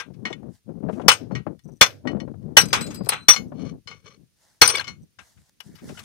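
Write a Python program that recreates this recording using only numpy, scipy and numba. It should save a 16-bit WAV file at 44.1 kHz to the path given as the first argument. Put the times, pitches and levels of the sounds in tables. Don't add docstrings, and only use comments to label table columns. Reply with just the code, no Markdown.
import sys
import numpy as np
from scipy import signal
from scipy.fft import rfft, irfft
from scipy.io import wavfile
from scipy.ndimage import uniform_filter1d
from numba import njit

SR = 44100
rng = np.random.default_rng(int(sys.argv[2]) if len(sys.argv) > 2 else 0)


def dump(signal):
    limited = np.clip(np.atleast_2d(signal).T, -1, 1)
    pcm = np.round(limited * 32767).astype(np.int16)
    wavfile.write(sys.argv[1], SR, pcm)


def voltage_ratio(level):
    return 10 ** (np.asarray(level, float) / 20)


N = 266751
TIME = np.arange(N) / SR

# (frequency [Hz], density [dB per Hz])
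AIR = [(40, -5), (167, 1.5), (500, -12), (800, -21), (1700, -16), (6170, -14), (7540, -19.5),
       (16000, -20.5)]
AIR_DB = -75
WHINE_HZ, WHINE_DB, WHINE_SWITCH_HZ = 9335, -85, 30.2
# (time [s], peak [dB])
CHIRPS = [(1.638, -50), (1.679, -51), (1.72, -51), (1.759, -51), (1.8, -62), (3.2244, -52), (3.4824, -55.5),
          (5.0214, -53)]
# (frequency [Hz], level [dB], t60 [s])
CRICKET_WING = [(6000, 0, 0.0091), (8300, -2.5, 0.005), (13940, -10.5, 0.0076)]
# (start [s], length [s], left [dB], right [dB])
GUSTS = [(0.069, .45, -38, -68), (0.671, 0.16, -35.5, -68), (.83, .24, -29.5, -55.5), (1.2, .2, -32, -60.5),
         (1.471, 0.034, -25.5, -64), (1.658, .08, -37, -68), (2.041, .2, -30.5, -61),
         (2.25, .3, -33.5, -53.5), (2.599, .44, -32, -45), (3.101, .14, -42, -53.5),
         (3.379, .38, -35.5, -46), (3.859, 0.39, -54, -66), (4.881, .16, -42.5, -54.5),
         (5.182, .04, -55.5, -59.5), (5.36, .05, -56.5, -58.5), (5.66, .09, -45, -55),
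         (5.83, .1, -36.5, -47), (5.97, .08, -47, -52)]
GUST_RISE_DB_S, GUST_FALL_DB_S, CALM_DB = 902.5, 348.5, -73.5
FLAP_HZ, FLAP_HZ_PER_DB = 205.3, 3.5
# (time [s], peak [dB])
PUFFS = [(0.304, -25.5), (0.429, -41.5), (0.473, -57), (0.886, -22.5), (0.894, -26), (0.997, -22),
         (1.31, -26), (1.466, -21), (1.688, -44), (2.053, -29.5), (2.166, -33), (2.276, -33), (2.34, -41),
         (3.007, -30.5), (3.067, -27), (3.52, -32), (5.895, -34)]
# (time [s], level [dB])
RUSTLE = [
    [(0.5, -75), (0.554, -63), (0.6, -77.5)],
    [(0.88, -77), (0.924, -65.5), (1.07, -67.5)],
    [(4.36, -76), (4.43, -62.5), (4.55, -68), (4.62, -74.5)],
    [(5.2, -64.5), (5.324, -59.5), (5.346, -69), (5.5, -68.5)],
    [(5.62, -69.5), (5.64, -64.5), (6.006, -52.5), (6.028, -59), (6.049, -44)],
]
# (time [s], level [dB])
SCRAPES = [
    [(3.54, -74.5), (3.602, -55.5), (3.696, -51), (3.73, -92)],
    [(3.87, -53), (3.916, -61.5), (4.0, -70.5), (4.02, -91)],
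    [(4.64, -47), (4.74, -41.5), (4.82, -50), (4.86, -77)],
    [(4.02, -86), (4.064, -60), (4.112, -58), (4.13, -67), (4.145, -59.5), (4.18, -80)],
]
# (frequency [Hz], width [Hz], level [dB])
SCRAPE_RING = [(490, 50, 2), (1150, 40, -4), (1920, 46, -12), (2190, 46, -2), (3000, 42, -2),
               (3490, 41, -7), (4290, 99, -2), (5020, 91, -12), (5780, 42, -2), (6570, 28, -9),
               (7480, 43, -17), (8860, 110, -26), (9360, 41, -19)]
# (time [s], peak [dB], treble [dB], decay [s])
DROPS = [
    (2.7293, -9.5, -10.5, 0.19),
    (3.0899, -17, -3, 0.1),
    (3.1207, -16.5, -28, 0.16),
    (3.1333, -19.5, -15, 0.071),
]
# (time [s], peak [dB], treble [dB], decay [s])
BOUNCES = [(2.585, -9, -7.5, 0.019), (2.6547, -31, -7, 0.03), (2.6849, -33, -6, 0.02),
           (2.7046, -35, -28, 0.048), (2.809, -25.5, -8, 0.11), (2.864, -37, -6.5, .13),
           (2.9049, -36, -15, 0.24), (2.9445, -37.5, -2.5, 0.073), (2.9558, -40, -3, 0.07),
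           (3.0353, -47.5, -3, 0.034), (3.0463, -45.5, -1.5, 0.058), (3.0584, -40.5, -4, 0.06)]
# (frequency [Hz], level [dB], t60 [s])
PART_MODES = [(2730, -10, .2), (4050, -3, .45), (4920, -1, .3), (5480, -12, .2), (6650, -8, .15),
              (7030, -8, .15), (8060, -3, .22), (8490, -8, .36), (11600, -12, .2), (12000, -16, .2),
              (14100, -10, .2)]
# (time [s], peak [dB], treble [dB], decay [s])
KNOCKS = [(0.0, -22, -15.5, 0.1), (0.1374, -56, -8, 0.11), (0.927, -44.5, -19, 0.11),
          (1.0151, -42.5, -19.5, 0.079), (4.745, -22, -7.5, 0.035), (4.754, -17.5, -6.5, 0.04),
          (4.7696, -21, -10, 0.06), (4.781, -21, -10.5, 0.06), (4.7971, -20.5, -12.5, 0.072),
          (4.8094, -22.5, -16.5, 0.059), (5.188, -34.5, -17.5, 0.109), (5.3737, -57, -18.5, .09),
          (5.604, -31, -5.5, 0.044), (5.753, -48.5, -4.5, 0.16), (5.7845, -46, -15.5, 0.15),
          (5.889, -40, -15.5, 0.14), (5.9732, -36.5, -20.5, 0.19), (5.9915, -33, -5, 0.06),
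          (6.0394, -36.5, -61, 0.042)]
# (centre [Hz], level [dB], decay relative to the contact's own [ratio])
BLOCK_BANDS = [(108, -21, 1), (263, -19.5, 0.55), (515, -11.5, 0.76), (973, -7.5, 0.86), (1294, -4.5, 1.2),
               (2203, -3.5, 1.1), (2930, -6, .9), (4980, 0.5, 0.64), (7200, -7, .65), (10700, -5, 0.28),
               (13300, -19, 0.24)]
# (frequency [Hz], level [dB], t60 [s])
CAP_MODES = [(485, -19, 0.42), (1040, -7.5, 0.13), (1064, -6.5, 0.03), (1254, -5, 0.12), (1444, 0, 0.048),
             (1596, 3, 0.11), (1740, -7, .09), (2100, -0.5, 0.029), (2180, -1, 0.088), (2800, -1.5, 0.02),
             (2945, 3, 0.07), (3370, -1.5, .07)]
# (time [s], peak [dB], frequency [Hz], t60 [s])
PINGS = [(4.6164, -6, 4300, .05), (0.2528, -29, 2175, 0.096), (1.1, -18, 2993, 0.14),
         (1.316, -56.5, 4300, 0.15), (1.316, -57, 5800, .1), (1.351, -49.5, 7450, .08),
         (1.3514, -43, 5800, 0.073), (2.5702, -9, 1500, .06), (2.073, -36, 2990, .14),
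         (2.2013, -48, 4280, 0.084), (2.612, -28, 10300, 0.041), (2.656, -31, 9900, .03),
         (2.656, -31, 6760, 0.033), (2.684, -33, 6100, .025), (2.706, -41, 6200, .025),
         (2.719, -46, 6200, .02), (2.609, -36, 4930, .5), (2.809, -33, 8060, 0.23),
         (2.864, -44, 7030, 0.18), (2.9056, -45.5, 6620, 0.17), (2.945, -46.5, 4910, 0.32),
         (2.946, -41, 8040, 0.15), (2.958, -39, 10000, .03), (3.0902, -7, 9900, 0.035),
         (3.0913, -37, 4054, .45), (3.0897, -42, 8489, 0.34), (3.09, -30, 8150, 0.1), (3.3, -15, 5825, .16),
         (3.342, -27, 7100, 0.042), (3.342, -26, 4990, .04), (3.3614, -31.5, 2990, 0.076),
         (3.3614, -38, 4280, .1), (4.635, -14, 5900, .2), (4.6605, -16, 4930, 0.029),
         (4.6762, -16, 5960, .04), (4.6762, -6, 8800, 0.055), (4.689, -15, 4900, 0.05),
         (4.699, -22, 8800, 0.074), (4.722, -19, 5730, 0.057), (4.7491, -16, 2260, 0.046),
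         (4.754, -23, 3520, 0.044), (4.756, -24, 8400, .03), (4.77, -23, 4760, 0.053),
         (4.781, -25, 2800, 0.05), (4.793, -20.5, 4230, 0.035), (4.797, -22.5, 1610, .05),
         (4.809, -29, 3000, 0.059), (4.842, -44, 4260, 0.11), (5.95, -48, 1400, 0.054)]
# (time [s], peak [dB], treble [dB], decay [s])
TAPS = [(0.2528, -24.5, -49, 0.14), (0.3018, -46, -19, 0.23), (0.328, -28.5, -25, 0.039),
        (1.3144, -55, -12.5, 0.182), (1.3514, -29.5, -52.5, 0.13), (1.592, -55.5, -3, 0.044),
        (1.9044, -42, -17, 0.03), (2.073, -28, -60, 0.093), (2.1147, -47.5, -14, 0.048),
        (2.201, -35.5, -18, 0.052), (2.427, -68, -5, 0.045), (3.3609, -23.5, -13, 0.093),
        (3.8738, -36, -16, 0.122), (3.913, -39.5, -52, 0.14), (4.8424, -38.5, -13.5, 0.1),
        (4.8701, -37.5, -14.5, 0.1), (4.8779, -32.5, -13, 0.14)]
# (time [s], peak [dB], treble [dB])
REBOUNDS = [(1.1154, -8, -15.5), (1.1349, -19.5, -8.5), (1.8252, -1, -5.5), (1.8613, -19.5, -7),
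            (2.6113, -15.5, -3.5), (3.3344, -17, -8), (4.6534, -14, -9), (4.6598, -16, -5),
            (4.6763, -12.5, -3), (4.6894, -15.5, -4), (4.6994, -11, -9)]
# (time [s], peak [dB], treble [dB], ring [dB], left minus right [dB])
BLOWS = [
    (1.0823, 5, -8, -13, 8),
    (1.812, 4.5, -8.5, -0.5, 2.5),
    (2.5697, 4.5, -10.5, 4, 3.5),
    (3.2854, 0.5, -4, 3, 5.5),
    (4.6161, 5, -6, 0, 5),
]
BLOW_DECAY_S, REBOUND_DECAY_S, CAP_LOOSE_S = 0.082, 0.075, 3.3
# (frequency [Hz], level [dB], t60 [s])
BAR_STRUCK = [
    [(1464, -8, 0.08), (2993, -3, .1), (4270, -10, 0.1), (5050, -6, 0.08), (5800, -6, 0.1),
     (6562, -12, 0.16), (6928, -14, 0.08), (8484, -5, 0.14), (10800, -17, 0.088), (14060, -18, 0.09),
     (14710, -49, 0.085)],
    [(2990, -9, 0.09), (2401, -2, 0.04), (3483, -2, 0.088), (4274, -7, 0.083), (5050, -7, 0.086),
     (5782, -10, 0.11), (6578, -13, 0.11), (8473, -32, 0.14), (10770, -30, 0.14), (11410, -39, 0.34),
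     (12480, -22, 0.043)],
    [(2982, -5, 0.1), (3817, -17, 0.14), (4274, 0, 0.049), (5825, -7, 0.14), (6578, -17, 0.089),
     (8059, -25, 0.54), (8522, -14, 0.11), (8764, -21, 0.27), (10080, -19, 0.044), (11570, -25, 0.2),
     (14070, -34, 5.0)],
]
# (frequency [Hz], level [dB], t60 [s])
BAR_LOOSE = [
    [(1200, -4, .07), (2180, -10, .1), (2988, -4, .08), (3478, -4, .08), (4269, 0, .08), (5028, -12, .15),
     (5825, 0, .13), (6568, -7, .12), (8538, -17, .12), (11490, -26, .1)],
    [(2180, -6, .07), (2972, -7, .07), (3408, -8, .08), (4274, -3, .06), (4915, -9, .05), (5023, -10, .06),
     (5814, -4, .13), (5965, -7, .11), (8823, -11, .1), (11570, -20, .07), (15190, -24, .07)],
]
# (frequency [Hz], level [dB], t60 [s])
BAR_TAPPED = [(1148, -11, .09), (1906, 3, .11), (2182, -2, .09), (2988, -2, .11), (3483, -5, .08),
              (4280, -6, .09), (5040, -12, .09), (5800, -9, .1), (6568, -18, .11), (7480, -12, .06),
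              (8520, -22, .08)]
# (frequency [Hz], level [dB], t60 [s])
BAR_LIFTED = [(1153, -2.5, 0.085), (1450, -11, 0.13), (2175, 2, 0.12), (2993, -3.5, 0.11),
              (3460, -11, 0.07), (4274, -2, .1), (5040, -5, 0.076), (5800, -5.5, 0.1), (6700, -18, 0.16),
              (6850, -17, 0.084), (7430, -16.5, 0.062)]
# (ring [dB], left minus right [dB])
REBOUND_KIND = (-0.65, 7)
TAP_KIND = (0.83, 10)
DROP_KIND = (-20, 4.5)
KNOCK_KIND = (0, 15)
BOUNCE_KIND = (-2, 8.3)
PORT_TWIST_RAD, TWIST_PERIOD_HZ = 2.2, 1900


def band(x, hz, width):
    edges = [hz / np.sqrt(width), min(hz * np.sqrt(width), .45 * SR)]
    y = signal.sosfilt(signal.butter(2, edges, "band", fs=SR, output="sos"), x)
    return y / y.std()


def pair(alike):
    alike = np.clip(alike, 0, 1)
    return np.sqrt(alike) * rng.standard_normal(N) + np.sqrt(1 - alike) * rng.standard_normal((2, N))


def sides(pan_db):
    return voltage_ratio(np.array([pan_db, -pan_db]) / 2)


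def walk(rate):
    k = int(SR / rate)
    held = np.repeat(rng.standard_normal(N // k + 1), k)
    y = uniform_filter1d(uniform_filter1d(held, k), k)[:N]
    return y / y.std()


def spans(tables):
    return sum(voltage_ratio(np.interp(TIME, *np.transpose(rows), left=-200, right=-200)) for rows in tables)


@njit
def swept(x, hz, damp):
    y, b, l = np.empty(len(x)), 0., 0.
    for i in range(len(x)):
        g = np.tan(np.pi * hz[i] / SR)
        v = (b + g * (x[i] - l)) / (1 + g * (g + damp))
        b, l, y[i] = 2 * v - b, l + 2 * g * v, damp * v
    return y


def grit(rate, spread_db):
    sizes = voltage_ratio(spread_db * np.minimum(rng.exponential(size=N), 5))
    clicks = (rng.random(N) < rate / SR) * sizes * rng.standard_normal(N)
    return clicks / clicks.std()


def patchy(x, db, frames=9):
    hz, _, spec = signal.stft(x, SR, nperseg=256)
    streaks = uniform_filter1d(rng.standard_normal(spec.shape[1:]), size=frames, axis=1) * np.sqrt(frames)
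    gain = voltage_ratio(db * streaks * np.clip(hz / 8000, .2, 1)[:, None])
    return signal.istft(spec * gain, SR, nperseg=256)[1][:, :N]


def rings(events, modes, db, longest_s, scatter_db, choke_s=0.034):
    out = np.zeros((2, N))
    hz, mode_db, t60 = np.transpose(modes)[:, :, None]
    left_db = 3.9 * np.clip(np.log2(hz / 2400), -1, 1)
    t = TIME[:int(SR * min(1.3 * longest_s, 1.5 * t60.max(), .5))]
    for (s, peak_db, treble_db, ring_db, decay, pan_db), after in zip(events, events[1:] + [(1e3,)]):
        chance = rng.standard_normal((4, len(modes), 1))
        tilt_db = .25 * (max(treble_db, -40) + 12) * np.log2(hz / 3000)
        fade = voltage_ratio(-60 * t / np.clip(np.minimum(t60, longest_s) * (decay / .1) ** .5, .005, 2))
        choke = voltage_ratio(-60 * np.maximum(t - (after[0] - s), 0) / choke_s)
        onset = 1 - np.exp(-t / .0003)
        wave = voltage_ratio(mode_db + tilt_db + scatter_db * chance[0]) * fade * choke * onset
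        wave = wave * np.sin(2 * np.pi * hz * (1 + .001 * chance[1]) * t)
        both = np.array([(voltage_ratio(2 * c + side * left_db) * wave).sum(axis=0)
                         for c, side in zip(chance[2:], (1, -1))])
        i = int(max(s, 0) * SR)
        out[:, i:i + len(t)] += (voltage_ratio(db + peak_db + ring_db) * sides(pan_db)[:, None] * both)[:, :N - i]
    return out


def contacts():
    blows = [(s, db, treble, ring, BLOW_DECAY_S, pan) for s, db, treble, ring, pan in BLOWS]
    rebounds = [(*row, REBOUND_DECAY_S) for row in REBOUNDS]
    kinds = zip((rebounds, TAPS, DROPS, KNOCKS, BOUNCES),
                (REBOUND_KIND, TAP_KIND, DROP_KIND, KNOCK_KIND, BOUNCE_KIND))
    return [blows] + [[(s, db, treble, ring, decay, pan) for s, db, treble, decay in rows]
                      for rows, (ring, pan) in kinds]


def air():
    hz = np.maximum(np.fft.rfftfreq(N, 1 / SR), 1)
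    curve_hz, curve_db = np.transpose(AIR)
    shape = voltage_ratio(np.interp(np.log(hz), np.log(curve_hz), curve_db))
    shape /= np.sqrt(2 * np.sum(shape[hz > 1000] ** 2) / N)
    hush = irfft(rfft(pair(0.07)) * shape, N) * voltage_ratio(AIR_DB + 1.0 + walk(0.74))
    gate = uniform_filter1d(1. * ((TIME * WHINE_SWITCH_HZ + .2) % 1 < .65), size=60)
    return hush + voltage_ratio(WHINE_DB + 6) * gate * np.sin(2 * np.pi * WHINE_HZ * TIME)


def cricket(stroke_s=.0058, db=-6):
    strokes = [(s + k * stroke_s, peak_db, -12, 0, .1, 3) for s, peak_db in CHIRPS for k in range(4)]
    return rings(strokes, CRICKET_WING, db, 1, 0.92)


def eddy_band(eddies, hz, damp):
    for _ in range(3):
        eddies = swept(eddies, hz, damp)
    return eddies


def wind(spray_db=-16, spray_per_db=3.0, mist_db=-36, boom_db=-17, jolt=1.8):
    s, length, *ports = np.transpose(GUSTS)[:, :, None]
    outside_db = GUST_RISE_DB_S * np.maximum(s - TIME, 0) + GUST_FALL_DB_S * np.maximum(TIME - s - length, 0)
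    out = []
    for db in ports:
        slow_db = np.maximum((db - outside_db).max(axis=0), CALM_DB)
        puff = 6 * np.tanh(.75 * walk(35))
        hz = np.clip((FLAP_HZ + FLAP_HZ_PER_DB * (slow_db + 35)) * 2 ** (.2 * walk(25)), 70, 400)
        eddies = grit(1200, 1.5)
        flap = eddy_band(eddies, 0.87 * hz, 1.426)
        spray = eddy_band(eddies, 1.8 * hz, 0.51)
        mist = eddy_band(eddies, 1.4 * hz, 1.0)
        boom = eddy_band(eddies, 0.28 * hz, 0.5)
        push_db = spray_per_db * (np.clip(slow_db + jolt * puff, -60, -29) + 30)
        shape = flap / flap.std() + voltage_ratio(boom_db) * boom / boom.std()
        shape += voltage_ratio(spray_db + push_db) * spray / spray.std()
        shape += voltage_ratio(mist_db + 2 * push_db) * mist / mist.std()
        out.append(voltage_ratio(slow_db + puff) * shape)
    return np.array(out)


def slaps(db=-3, length_s=0.028, hz=444.0):
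    s, peak_db = np.transpose(PUFFS)[:, :, None]
    since = np.maximum(TIME - s, 0) / length_s
    burst = (voltage_ratio(peak_db + db) * (1 - np.exp(-36 * since)) * np.exp(-3 * since) * 2).sum(axis=0)
    body = eddy_band(rng.standard_normal(N), np.full(N, hz), 1.6)
    return burst * body / body.std() * np.array([[1], [0]])


def rustle():
    grain = patchy(pair(0.28) + 0.55 * grit(1000, 2.5), 2.5)
    # (centre [Hz], edge ratio, level [dB])
    bands = ((4600, 5.3, -1), (5400, 1.7, -14), (11000, 3.3, -7), (1900, 1.5, -7.5), (750, 1.9, -8))
    hiss = sum(voltage_ratio(db + 1.5 * walk(16)) * band(grain, hz, width) for hz, width, db in bands)
    return spans(RUSTLE) * voltage_ratio(1.8 * walk(33) - 0.5) * hiss * sides(0.89)[:, None]


def scraping(ring_db=-2, rasp_db=-4):
    slips = grit(1500, 2.5) * spans(SCRAPES) * voltage_ratio(3.5 * walk(40))
    ring = np.zeros(N)
    for hz, width, db in SCRAPE_RING:
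        centre = np.full(N, 1. * hz)
        mode = swept(swept(slips, centre, 2 * width / hz), centre, 8 * width / hz)
        ring += voltage_ratio(db) * mode * np.sqrt(SR / width / 8)
    rasp = band(slips, 1100, 3.0) * slips.std()
    return (voltage_ratio(ring_db) * ring + voltage_ratio(rasp_db) * rasp) * sides(9.7)[:, None]


def loose_part(drops, bounces):
    return rings(sorted(drops + bounces), PART_MODES, -19, .6, 3.5, .1)


def block(events, rise_s, tail_db=-25, tail_dull_db=3, tail_s=0.24, low_stays=0.97, high_left_db=4):
    out, t = np.zeros((2, N)), TIME[:SR // 3]
    rise, noise = 1 - np.exp(-t / rise_s), patchy(pair(0.2), 3.5)
    for hz, db, longer in BLOCK_BANDS:
        power = np.zeros((2, N))
        octaves = np.log2(hz / 2000)
        tail_t60 = tail_s * max(900 / hz, 1) ** low_stays
        tail = voltage_ratio(tail_db - tail_dull_db * max(octaves, 0) - 60 * t / tail_t60)
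        for s, peak_db, treble_db, _, decay, pan_db in events:
            fade = voltage_ratio(-60 * t / (np.clip(decay, .01, 1) * longer)) + tail
            colour_db = .5 * (treble_db + 7.5) * max(octaves, 0) ** 1.8
            gain = voltage_ratio(peak_db + db + colour_db) * sides(pan_db + high_left_db * np.clip(octaves, -1, 1))
            i = int(max(s, 0) * SR)
            power[:, i:i + len(t)] += (gain[:, None] ** 2 * (fade * rise) ** 2)[:, :N - i]
        out += np.sqrt(power) * band(noise, hz, 1.543)
    return out


def cap(blows, knocks):
    events = [(*c[:3], 0, *c[4:]) for c in sorted(blows + knocks)]
    return rings(events, CAP_MODES, -21, 0.42, 4.6, .1)


def pings(rise_s=0.00039, pan_db=6, rough_db=3.0):
    out = np.zeros((2, N))
    for s, peak_db, hz, t60 in PINGS:
        t = TIME[:int(SR * np.clip(t60, .01, .5))]
        wave = voltage_ratio(peak_db - 60 * t / t60) * (1 - np.exp(-t / rise_s)) * np.sin(2 * np.pi * hz * t)
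        i = int(s * SR)
        out[:, i:i + len(t)] += (sides(pan_db)[:, None] * wave)[:, :N - i]
    return out * voltage_ratio(rough_db * walk(150))


def bar(blows, rebounds, taps):
    seated = [c for c in taps if c[0] < CAP_LOOSE_S]
    lifted = [c for c in taps if c[0] > CAP_LOOSE_S]
    out = rings(seated, BAR_TAPPED, -9, .2, 2.5)
    out += rings(blows, BAR_TAPPED, -13, .07, 3.5)
    out += rings(lifted, BAR_LIFTED, -7, .25, 2.5)
    for blow, modes in zip(blows, BAR_STRUCK + BAR_LOOSE):
        own_rebounds = [r for r in rebounds if 0 < r[0] - blow[0] < .5]
        out += rings([blow] + own_rebounds, modes, -9, .2, 3, .15)
    return out


def scene():
    blows, rebounds, taps, drops, knocks, bounces = contacts()
    thuds = voltage_ratio(-3.5) * block(blows + drops, 0.00054)
    thuds += voltage_ratio(-8.5) * block(rebounds + knocks, 0.0016)
    thuds += voltage_ratio(-6.0) * block(taps + bounces, 0.0011)
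    work = scraping() + loose_part(drops, bounces) + thuds
    work += cap(blows, knocks) + pings() + bar(blows, rebounds, taps)
    hz = np.fft.rfftfreq(N, 1 / SR)
    twist = PORT_TWIST_RAD * np.clip(hz / 1800, .2, 1) * np.cos(2 * np.pi * hz / TWIST_PERIOD_HZ)
    work[0] = irfft(rfft(work[0]) * np.exp(1j * twist), N)
    return air() + cricket() + wind() + slaps() + rustle() + work


def top_cut(x):
    return signal.sosfilt(signal.butter(12, 16380, fs=SR, output="sos"), x)


def record(dry):
    x = signal.sosfilt(signal.butter(2, 60, "high", fs=SR, output="sos"), dry)
    x = np.clip(x, -.9, .9)
    x = signal.sosfilt(signal.butter(14, 15500, fs=SR, output="sos"), x)
    return top_cut(x)


dry = scene()
out = record(dry)
dump(out)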